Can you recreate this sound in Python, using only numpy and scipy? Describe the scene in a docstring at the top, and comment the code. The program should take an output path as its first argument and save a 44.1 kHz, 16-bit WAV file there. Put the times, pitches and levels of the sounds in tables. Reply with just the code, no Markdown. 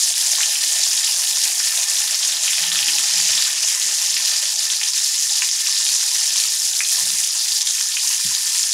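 """At a kitchen stove: butter foams in hot oil in a wide steel pan, the microphone close above it.
Countless small bubbles, damped sines fired at random, burst into a bright sizzle; larger ones pop and
spit, and a few deep ones plop. All of them ring the pan faintly through narrow resonances.
A metal spatula rubs the pan now and then: low shudders of noise, two short groans, a drag and one soft
bump. A faint low room noise lies behind."""
import sys
import numpy as np
from scipy import signal
from scipy.fft import rfft, irfft
from scipy.io import wavfile
from scipy.ndimage import uniform_filter1d

SR = 44100
rng = np.random.default_rng(int(sys.argv[2]) if len(sys.argv) > 2 else 0)


def master_out(mix):
    """Clip the mix to full scale and print it as 16-bit PCM to the path in sys.argv[1]."""
    frames = np.transpose(np.atleast_2d(mix))
    ceiling = np.clip(frames, -1, 1)
    pcm = np.round(ceiling * 32767).astype(np.int16)
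    wavfile.write(sys.argv[1], SR, pcm)


def gain_from_db(level_db):
    """Turn a decibel level (scalar or array-like) into a linear amplitude factor."""
    decades = np.asarray(level_db, float) / 20
    return 10 ** decades


N = 384993


def evened(x):
    """Scales a sound to rms 1."""
    return x / np.sqrt(np.mean(x ** 2) + 1e-20)


def read_spectrum(points, hz):
    """Reads a table of (f/Hz, level/dB) at any frequency, on a logarithmic frequency scale."""
    f, value = np.transpose(points)
    return np.interp(np.log(hz + 1), np.log(f + 1), value)


def curve(rows, column):
    """Draws one column of a table over the whole scene; the first column is t/s."""
    rows = np.array(rows)
    return np.interp(np.arange(N) / SR, rows[:, 0], rows[:, column])


def add(mix, start_s, sound):
    """Lays a sound into the mix at its start time, cut at the end of the scene."""
    part = mix[round(start_s * SR):][:len(sound)]
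    part += sound[:len(part)]


def ring(x, modes):
    """Passes x through resonances, each of gain near 1 at its centre before its own level."""
    out = np.zeros(len(x))
    for k, (hz, width_hz, db) in enumerate(modes):
        pole = np.exp(np.pi * (2j * hz - width_hz) / SR)
        resonance = 2 * signal.lfilter([1 - abs(pole)], [1, -pole], x).real
        out += (-1) ** k * gain_from_db(db) * resonance  # neighbours alternate in sign
    return out


def wander(fastest_hz):
    """Slow random curve of rms 1; the spectrum is down to half at fastest_hz."""
    hz = np.fft.rfftfreq(N, 1 / SR)
    slow = rfft(rng.standard_normal(N)) / (1 + (hz / fastest_hz) ** 2)
    return evened(irfft(slow, N))


def bubble(hz, cycles, glide):
    """A bursting bubble: a damped sine that rises in pitch as the cavity opens; peak near 1."""
    turns = np.arange(1200) * hz / SR
    shape = (1 - np.exp(-2 * turns)) * np.exp(-turns / cycles)
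    rise = 1 + glide * np.minimum(turns / cycles, 3)
    return shape / shape.max() * np.sin(2 * np.pi * turns * rise)


def echoes(x, t60=0.15, wet_db=-7):
    """Near echoes off pan wall and stove: sparse taps of random sign, new ones for each spot in the pan."""
    taps, at = np.zeros(3400), np.arange(30, 3360, 22)
    taps[at + rng.integers(0, 22, len(at))] = rng.choice([-1., 1.], len(at))
    taps *= gain_from_db(-60 * np.arange(3400) / SR / t60)
    taps *= gain_from_db(wet_db) / np.linalg.norm(taps)
    taps[0] = 1  # the direct sound
    return signal.fftconvolve(x, taps)


# spectrum of the sizzle, relative within each band of bubble sizes: f/Hz, level/dB per Hz
SIZZLE = [(500, -32.5), (600, -25.5), (1000, -19.5), (1550, -16), (1750, -9.5), (2200, -10.5), (3000, -5),
          (4400, 0), (5000, 4.5), (7200, 4), (7900, -1.5), (10100, -3), (11500, -9.5), (14800, -21),
          (15800, -23)]
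# boiling level of the main bubbles, 3200 to 8000 Hz: t/s, level/dB
BOILING = [(0.0, -17.5), (0.19, -21.5), (0.41, -19.5), (1.95, -21), (1.97, -20.5), (2.04, -21), (3.38, -18),
           (3.47, -21.5), (3.6, -19.5), (4.42, -21), (6.49, -20.5), (6.85, -20), (6.9, -20.5),
           (7.34, -21.5), (7.39, -21), (7.95, -21.5), (8.66, -21.5), (8.73, -20)]
# the other sizes: t/s, largest (below 780 Hz) level/dB, large (780-3200 Hz) level/dB, smallest level/dB
SIZE_LEVELS = [(0.0, -54, -34.5, -23.5), (0.36, -51, -34, -26), (1.29, -51.5, -34.5, -25.5),
               (3.14, -50, -31, -26.5), (3.38, -53, -31.5, -26.5), (3.4, -54.5, -31, -28),
               (4.52, -53.5, -35, -28.5), (5.13, -60.5, -37, -28), (6.47, -54, -35, -27),
               (6.59, -58.5, -37.5, -26), (6.9, -52, -36.5, -24.5), (7.9, -66, -37.5, -28.5),
               (8.53, -65, -35, -25), (8.73, -58, -39.5, -28)]


def foam(count=36, per_s=12000, spread_db=2.5, gust_db=1.0, patch_db=1.0, cycles=2.25):
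    """Bubbles of many sizes burst at random; neighbours in size come in clusters."""
    out, power = np.zeros(N), 1e-9
    gust, patches = wander(60), [wander(12) for _ in range(6)]
    pitches = np.geomspace(600, 14000, count)
    for k, pitch in enumerate(pitches):
        bursts_of_size = round(N / SR * per_s * pitch / pitches.sum())  # small bubbles are the most frequent
        at = rng.integers(0, N, bursts_of_size)
        strength_db = spread_db * np.minimum(rng.exponential(1, len(at)), 5)
        cluster_db = gust_db * gust[at] + patch_db * patches[6 * k // count][at]
        impulses = np.zeros(N)
        impulses[at] = gain_from_db(strength_db) * rng.choice([-1, 1], len(at))
        impulses[at] *= gain_from_db(cluster_db)
        grain = echoes(bubble(pitch, cycles * rng.uniform(0.62, 1.49), 0.069))
        out += signal.oaconvolve(impulses, grain)[:N]
        power = power + pitch * abs(rfft(grain, 8192)) ** 2

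    # the share of each bubble size follows the sizzle spectrum
    hz = np.fft.rfftfreq(N, 1 / SR)
    grain_spectrum = np.sqrt(uniform_filter1d(power, size=40))
    share = gain_from_db(read_spectrum(SIZZLE, hz)) / np.interp(hz, np.fft.rfftfreq(8192, 1 / SR), grain_spectrum)
    spectrum = rfft(out) * share * (hz > 300)

    below = [1 / (1 + (hz / edge_hz) ** 16) for edge_hz in (780, 3200, 8000)]
    surge_db = lulls()  # quick changes carry all sizes along
    main = evened(irfft(spectrum * (below[2] - below[1]), N))
    out = gain_from_db(curve(BOILING, 1) + surge_db) * main
    for k, band in enumerate((below[0], below[1] - below[0], 1 - below[2])):
        out += gain_from_db(curve(SIZE_LEVELS, k + 1) + surge_db) * evened(irfft(spectrum * band, N))
    return out


# the sizzle dips briefly: middle t/s, depth/dB, length/s between the points where 1/e of the depth is left
DIPS = [(0.141, 7.5, 0.027), (0.562, 1, 0.029), (1.864, 4.5, 0.038), (2.185, 3, 0.041), (2.31, 0, .06),
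        (2.392, 4, 0.053), (2.71, 3, 0.036), (3.905, 1.5, 0.033), (4.551, 4.5, 0.018), (4.573, 3, 0.028),
        (4.786, 1.5, 0.033), (4.92, 4, 0.064), (5.11, 2, 0.02), (5.216, 2.5, 0.039), (5.509, 5.5, 0.02),
        (6.616, 3, 0.056), (6.727, 1.5, .06), (6.834, 4.5, 0.091), (7.31, 3, 0.045), (7.593, 4, .025),
        (7.64, 5, 0.032)]


def lulls():
    """Quick change of the boiling in dB: short dips and a light random flutter."""
    flutter_db, flutter_hz = 0.42, 9.6
    t = np.arange(0, N / SR, .002)
    dips = sum(db * np.exp(-(2 * (t - s) / length) ** 2) for s, db, length in DIPS)
    return flutter_db * wander(flutter_hz) - np.interp(np.arange(N) / SR, t, dips)


# the loudest single bubbles: t/s, ring peak level/dB before crack, echoes and band limit, starting f/Hz
POPS = [(0.353, -15, 3320), (0.392, -27, 1490), (0.406, -11, 1960), (0.4324, -6, 3000),
        (0.5555, -10.5, 2920), (0.9138, -8, 5400), (1.074, -14, 2810), (1.4552, -14.5, 2520),
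        (1.596, -4, 5070), (1.6015, -14.5, 1830), (1.84, -12, 5480), (1.9555, -5, 5620), (2.1096, -5, 5710),
        (2.145, -2, 5140), (2.2313, -10, 3240), (2.4348, -4, 7130), (2.4794, -6.5, 2800),
        (2.5326, -6.5, 3180), (2.582, -11, 2380), (2.638, -9, 3080), (2.676, -13, 3070),
        (2.7176, -5.5, 3520), (2.7571, -5.5, 3380), (2.7894, -7.5, 3160), (2.828, -7, 3000),
        (2.8777, -12, 5100), (2.8838, -5, 3020), (2.953, -9, 5660), (2.9841, -8.5, 3080),
        (3.2895, -11, 2790), (3.3337, -8, 3200), (3.3785, -5, 3520), (3.384, -11, 3700),
        (3.4234, -4.5, 4610), (3.6301, -7, 5450), (3.9547, -12, 5900), (4.0158, -12, 5470),
        (4.1676, -12, 2340), (4.226, -13, 5200), (4.2506, -7, 5000), (4.3787, -15, 4930),
        (4.4568, -12, 3270), (4.5577, -9, 5930), (4.7012, -6.5, 3500), (4.735, -9, 4270),
        (4.814, -12, 2370), (4.8324, -11, 3180), (4.8868, -6.5, 5660), (4.9345, -6.5, 4770),
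        (5.045, -10, 5000), (5.21, -6, 6100), (5.3552, -10, 4920), (5.4209, -7, 2500), (5.5134, -3, 5260),
        (5.6655, -13, 2640), (5.671, -4, 5500), (5.695, -5.5, 6050), (5.7258, -5, 5000), (5.75, -16, 5200),
        (5.766, -9, 3960), (5.866, -10.5, 3280), (5.8895, -5, 4250), (5.9638, -18, 5940),
        (6.3579, -11, 3280), (6.37, -11, 4200), (6.438, -7, 4460), (6.7131, -10, 6910), (6.7517, -10, 6460),
        (6.8054, -6.5, 2250), (6.836, -7, 6000), (6.8872, -5, 6960), (6.9581, -6, 5200), (6.968, -11, 4800),
        (7.2366, -12.5, 3140), (7.3076, -7, 4930), (7.52, -5, 4370), (7.5877, -12, 5370),
        (7.6176, -3.5, 6000), (7.673, -9.5, 3830), (7.7095, -12, 6000), (7.7817, -17, 2600),
        (7.9206, -15, 3270), (7.9694, -8, 2720), (8.0735, -7, 6230), (8.113, -15, 2640), (8.35, -4.5, 4600),
        (8.593, -4, 7000), (8.637, -14.5, 3170)]


def bursts(low_hz=1200):
    """Single loud bubbles, each with a short crack of noise at its start; they radiate little bass."""
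    ring_s, crack, crack_hz = 0.00052, 0.2, 2500  # every bubble rings as long; the larger, the more crack
    rows = POPS + strays()
    out = np.zeros(N)
    for (s, db, hz), noise in zip(rows, rng.standard_normal((len(rows), 1200))):
        snap = crack * np.sqrt(crack_hz / hz) * noise * np.exp(-np.arange(1200) / 30)
        pop = bubble(hz, ring_s * hz, 0.012) + snap
        add(out, s, gain_from_db(db) * echoes(pop, t60=0.15, wet_db=-2))
    band = signal.butter(3, [low_hz, 10500], "band", fs=SR, output="sos")
    return signal.sosfilt(band, out)


def strays():
    """Further single bubbles at random moments, as rows of t/s, level/dB, f/Hz."""
    per_s, level_db, spread_db = 20, -11.5, 1.5
    low_hz, top_hz = 3400, 7470
    when, size, pitch = rng.random((round(per_s * N / SR), 3)).T
    levels_db = level_db + spread_db * (2 * size - 1)
    return list(zip(when * N / SR, levels_db, low_hz * (top_hz / low_hz) ** pitch))


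# rare deep bubbles: t/s, peak level/dB before echoes, starting f/Hz
PLOPS = [(0.382, -27, 1030), (0.479, -40, 850), (0.985, -43, 860), (2.641, -34, 842), (2.843, -39, 860),
         (2.945, -34, 860), (3.29, -36, 624), (3.334, -44, 1080), (4.428, -37, 606), (4.813, -38, 842),
         (5.305, -36, 810), (5.42, -32, 1010), (5.686, -31, 1150), (6.116, -35, 964), (6.357, -34, 1020),
         (6.982, -34, 993), (7.803, -39, 1010), (7.939, -41, 990), (8.044, -35, 970), (8.102, -35, 1030),
         (8.312, -35, 977), (8.37, -35, 1000), (8.431, -40, 961), (8.554, -40, 953)]


def plops():
    """Deep bubbles that die away over 3.4 cycles, longer in time than the pops."""
    out = np.zeros(N)
    for s, db, hz in PLOPS:
        add(out, s, gain_from_db(db) * echoes(bubble(hz, 3.4, .01)))
    return out


# resonances of the pan wall: f/Hz, width/Hz, level/dB relative to one another
PAN_MODES = [(644, 10, -1), (827.6, 11, 19), (1010, 10, 11.5), (1393, 15, -2), (1779, 17.7, 9.5),
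             (2060, 13, -13), (2484, 6.7, 8.5)]


def pan(bubbles):
    """The steel wall rings in a few narrow modes, driven by every bubble."""
    return gain_from_db(-6) * ring(bubbles, PAN_MODES)


# strokes shake three parts of pan and stove: start t/s, length/s, deep, middle and light level/dB
STROKES = [(.39, 0.033, -72, -70, -69), (.63, .08, -82, -87, -58), (.86, 0.12, -82, -72, -63),
           (1.39, 0.2, -74, -77, -57), (1.588, .07, -72, -74, -57), (1.928, .08, -76, -75, -61),
           (2.055, .05, -80, -85, -59), (2.21, 0.24, -79, -79, -57), (2.72, 0.15, -57, -64, -61),
           (2.81, 0.29, -68, -61.5, -52), (3.145, 0.11, -61, -57, -57), (3.285, 0.058, -56, -61, -74),
           (3.327, .08, -65, -54, -71), (3.45, 0.28, -77, -86, -67), (4.07, 0.12, -57, -63, -59),
           (4.185, .05, -57, -68, -75), (4.29, 0.085, -59, -70, -77), (4.62, .14, -70, -72, -71),
           (5.42, .12, -82, -68, -75), (6.155, 0.045, -80, -85, -61), (6.97, 0.27, -57, -55.5, -59.5),
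           (8.24, 0.11, -52, -57, -60), (8.34, .09, -64, -70, -76)]
# modes of the deep, middle and light part, for each of two passes: f/Hz, width/Hz, level/dB (relative)
SHUDDER_MODES = [
    [(104.4, 29, 0)],
    [(183, 45, 0)],
    [(279, 20, -1), (335, 26, 2)],
]


def shudders():
    """Spatula strokes rub the pan: noise in the low modes, swelling above a faint idle shaking."""
    rest_db, edge = (-80, -81.5, -83.5), 0.66  # edge: share of a stroke spent rising and falling
    out, press = np.zeros(N), gain_from_db(rest_db)[:, None] * np.ones(N)
    for start, length, *dbs in STROKES:
        stroke = signal.windows.tukey(round(length * SR), edge)
        for part, db in zip(press, dbs):
            add(part, start, gain_from_db(db) * stroke)
    for part, modes in zip(press, SHUDDER_MODES):
        rubbing = ring(ring(rng.standard_normal(N), modes), modes)
        out += part * evened(rubbing)
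    return out


# two groans: start t/s, length/s, first f/Hz, rms level/dB before waver and fades
GROANS = [(2.59, .21, 168.6, -51), (3.11, 0.18, 163, -52)]


def groans():
    """Steady stick-slip of the spatula: sine tones that rise in pitch and waver in level."""
    rise_hz_per_s, waver_db = 55, 2
    out, waver = np.zeros(N), wander(25)
    for start, length, hz, db in GROANS:
        t = np.arange(0, length, 1 / SR)
        tone = np.sin(2 * np.pi * (hz + rise_hz_per_s * t / 2) * t) * signal.windows.tukey(len(t), .35)
        level = gain_from_db(db + waver_db * waver[round(start * SR):][:len(t)])
        add(out, start, np.sqrt(2) * level * tone)
    return out


# modes of the soft blow: f/Hz, level/dB before onset and decay, t60/s
BUMP_MODES = [(109, -39, 0.22), (186, -27, 0.11), (326, -49, 0.23)]


def bump():
    """One soft blow of the spatula: low decaying sines with a rounded onset."""
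    out, t = np.zeros(N), np.arange(SR // 4) / SR
    shake = sum(gain_from_db(db - 60 * t / t60) * np.sin(2 * np.pi * hz * t) for hz, db, t60 in BUMP_MODES)
    add(out, 8.243, (1 - np.exp(-(t / 0.01) ** 2)) * shake)
    return out


# the drag: start t/s, end t/s, top f/Hz, rms level/dB before the fades
DRAG = (3.78, 4, 700, -50)


def scrape():
    """One short dull drag of the blade over the pan: band-limited noise that swells and fades."""
    start, end, top_hz, db = DRAG
    noise, out = rng.standard_normal(round((end - start) * SR)), np.zeros(N)
    drag = signal.sosfilt(signal.butter(2, [200, top_hz], "band", fs=SR, output="sos"), noise)
    add(out, start, gain_from_db(db) * evened(drag) * np.hanning(len(drag)))
    return out


# spectrum of the room noise: f/Hz, level/dB per Hz (relative)
ROOM = [(15, -41), (25, -10), (70, -7.5), (144, -7), (240, -10.5), (294, -14), (325, -5.5), (450, -14.5),
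        (560, -19), (680, -41), (1140, -120)]


def kitchen():
    """A faint low room noise: shaped random noise at -71 dB rms."""
    hz = np.fft.rfftfreq(N, 1 / SR)
    shaped = rfft(rng.standard_normal(N)) * gain_from_db(read_spectrum(ROOM, hz))
    return gain_from_db(-71) * evened(irfft(shaped, N))


def scene():
    """Foam and single bubbles ring the pan; spatula and room lie below."""
    bubbles = foam() + bursts() + plops()
    frying = bubbles + pan(bubbles)
    thin = signal.butter(8, 540, "high", fs=SR, output="sos")  # the shallow fat gives no bass
    spatula = shudders() + groans() + bump() + scrape()
    return (signal.sosfilt(thin, frying) + spatula + kitchen())[None]


def low_pass(x):
    """Removes everything above the highest recorded frequency."""
    return signal.sosfilt(signal.butter(12, 15920, fs=SR, output="sos"), x)


def record(dry):
    """The microphone's input stage rounds off peaks towards a ceiling, then the treble is cut at 15.8 kHz."""
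    ceiling = 0.71  # amplitude
    rounded = dry / (1 + abs(dry / ceiling) ** 6) ** (1 / 6)
    edge = signal.firwin(511, 15800, window=("kaiser", 9), fs=SR)
    mix = signal.oaconvolve(rounded, edge[None], "same")
    return low_pass(mix)


dry = scene()
out = record(dry)
master_out(out)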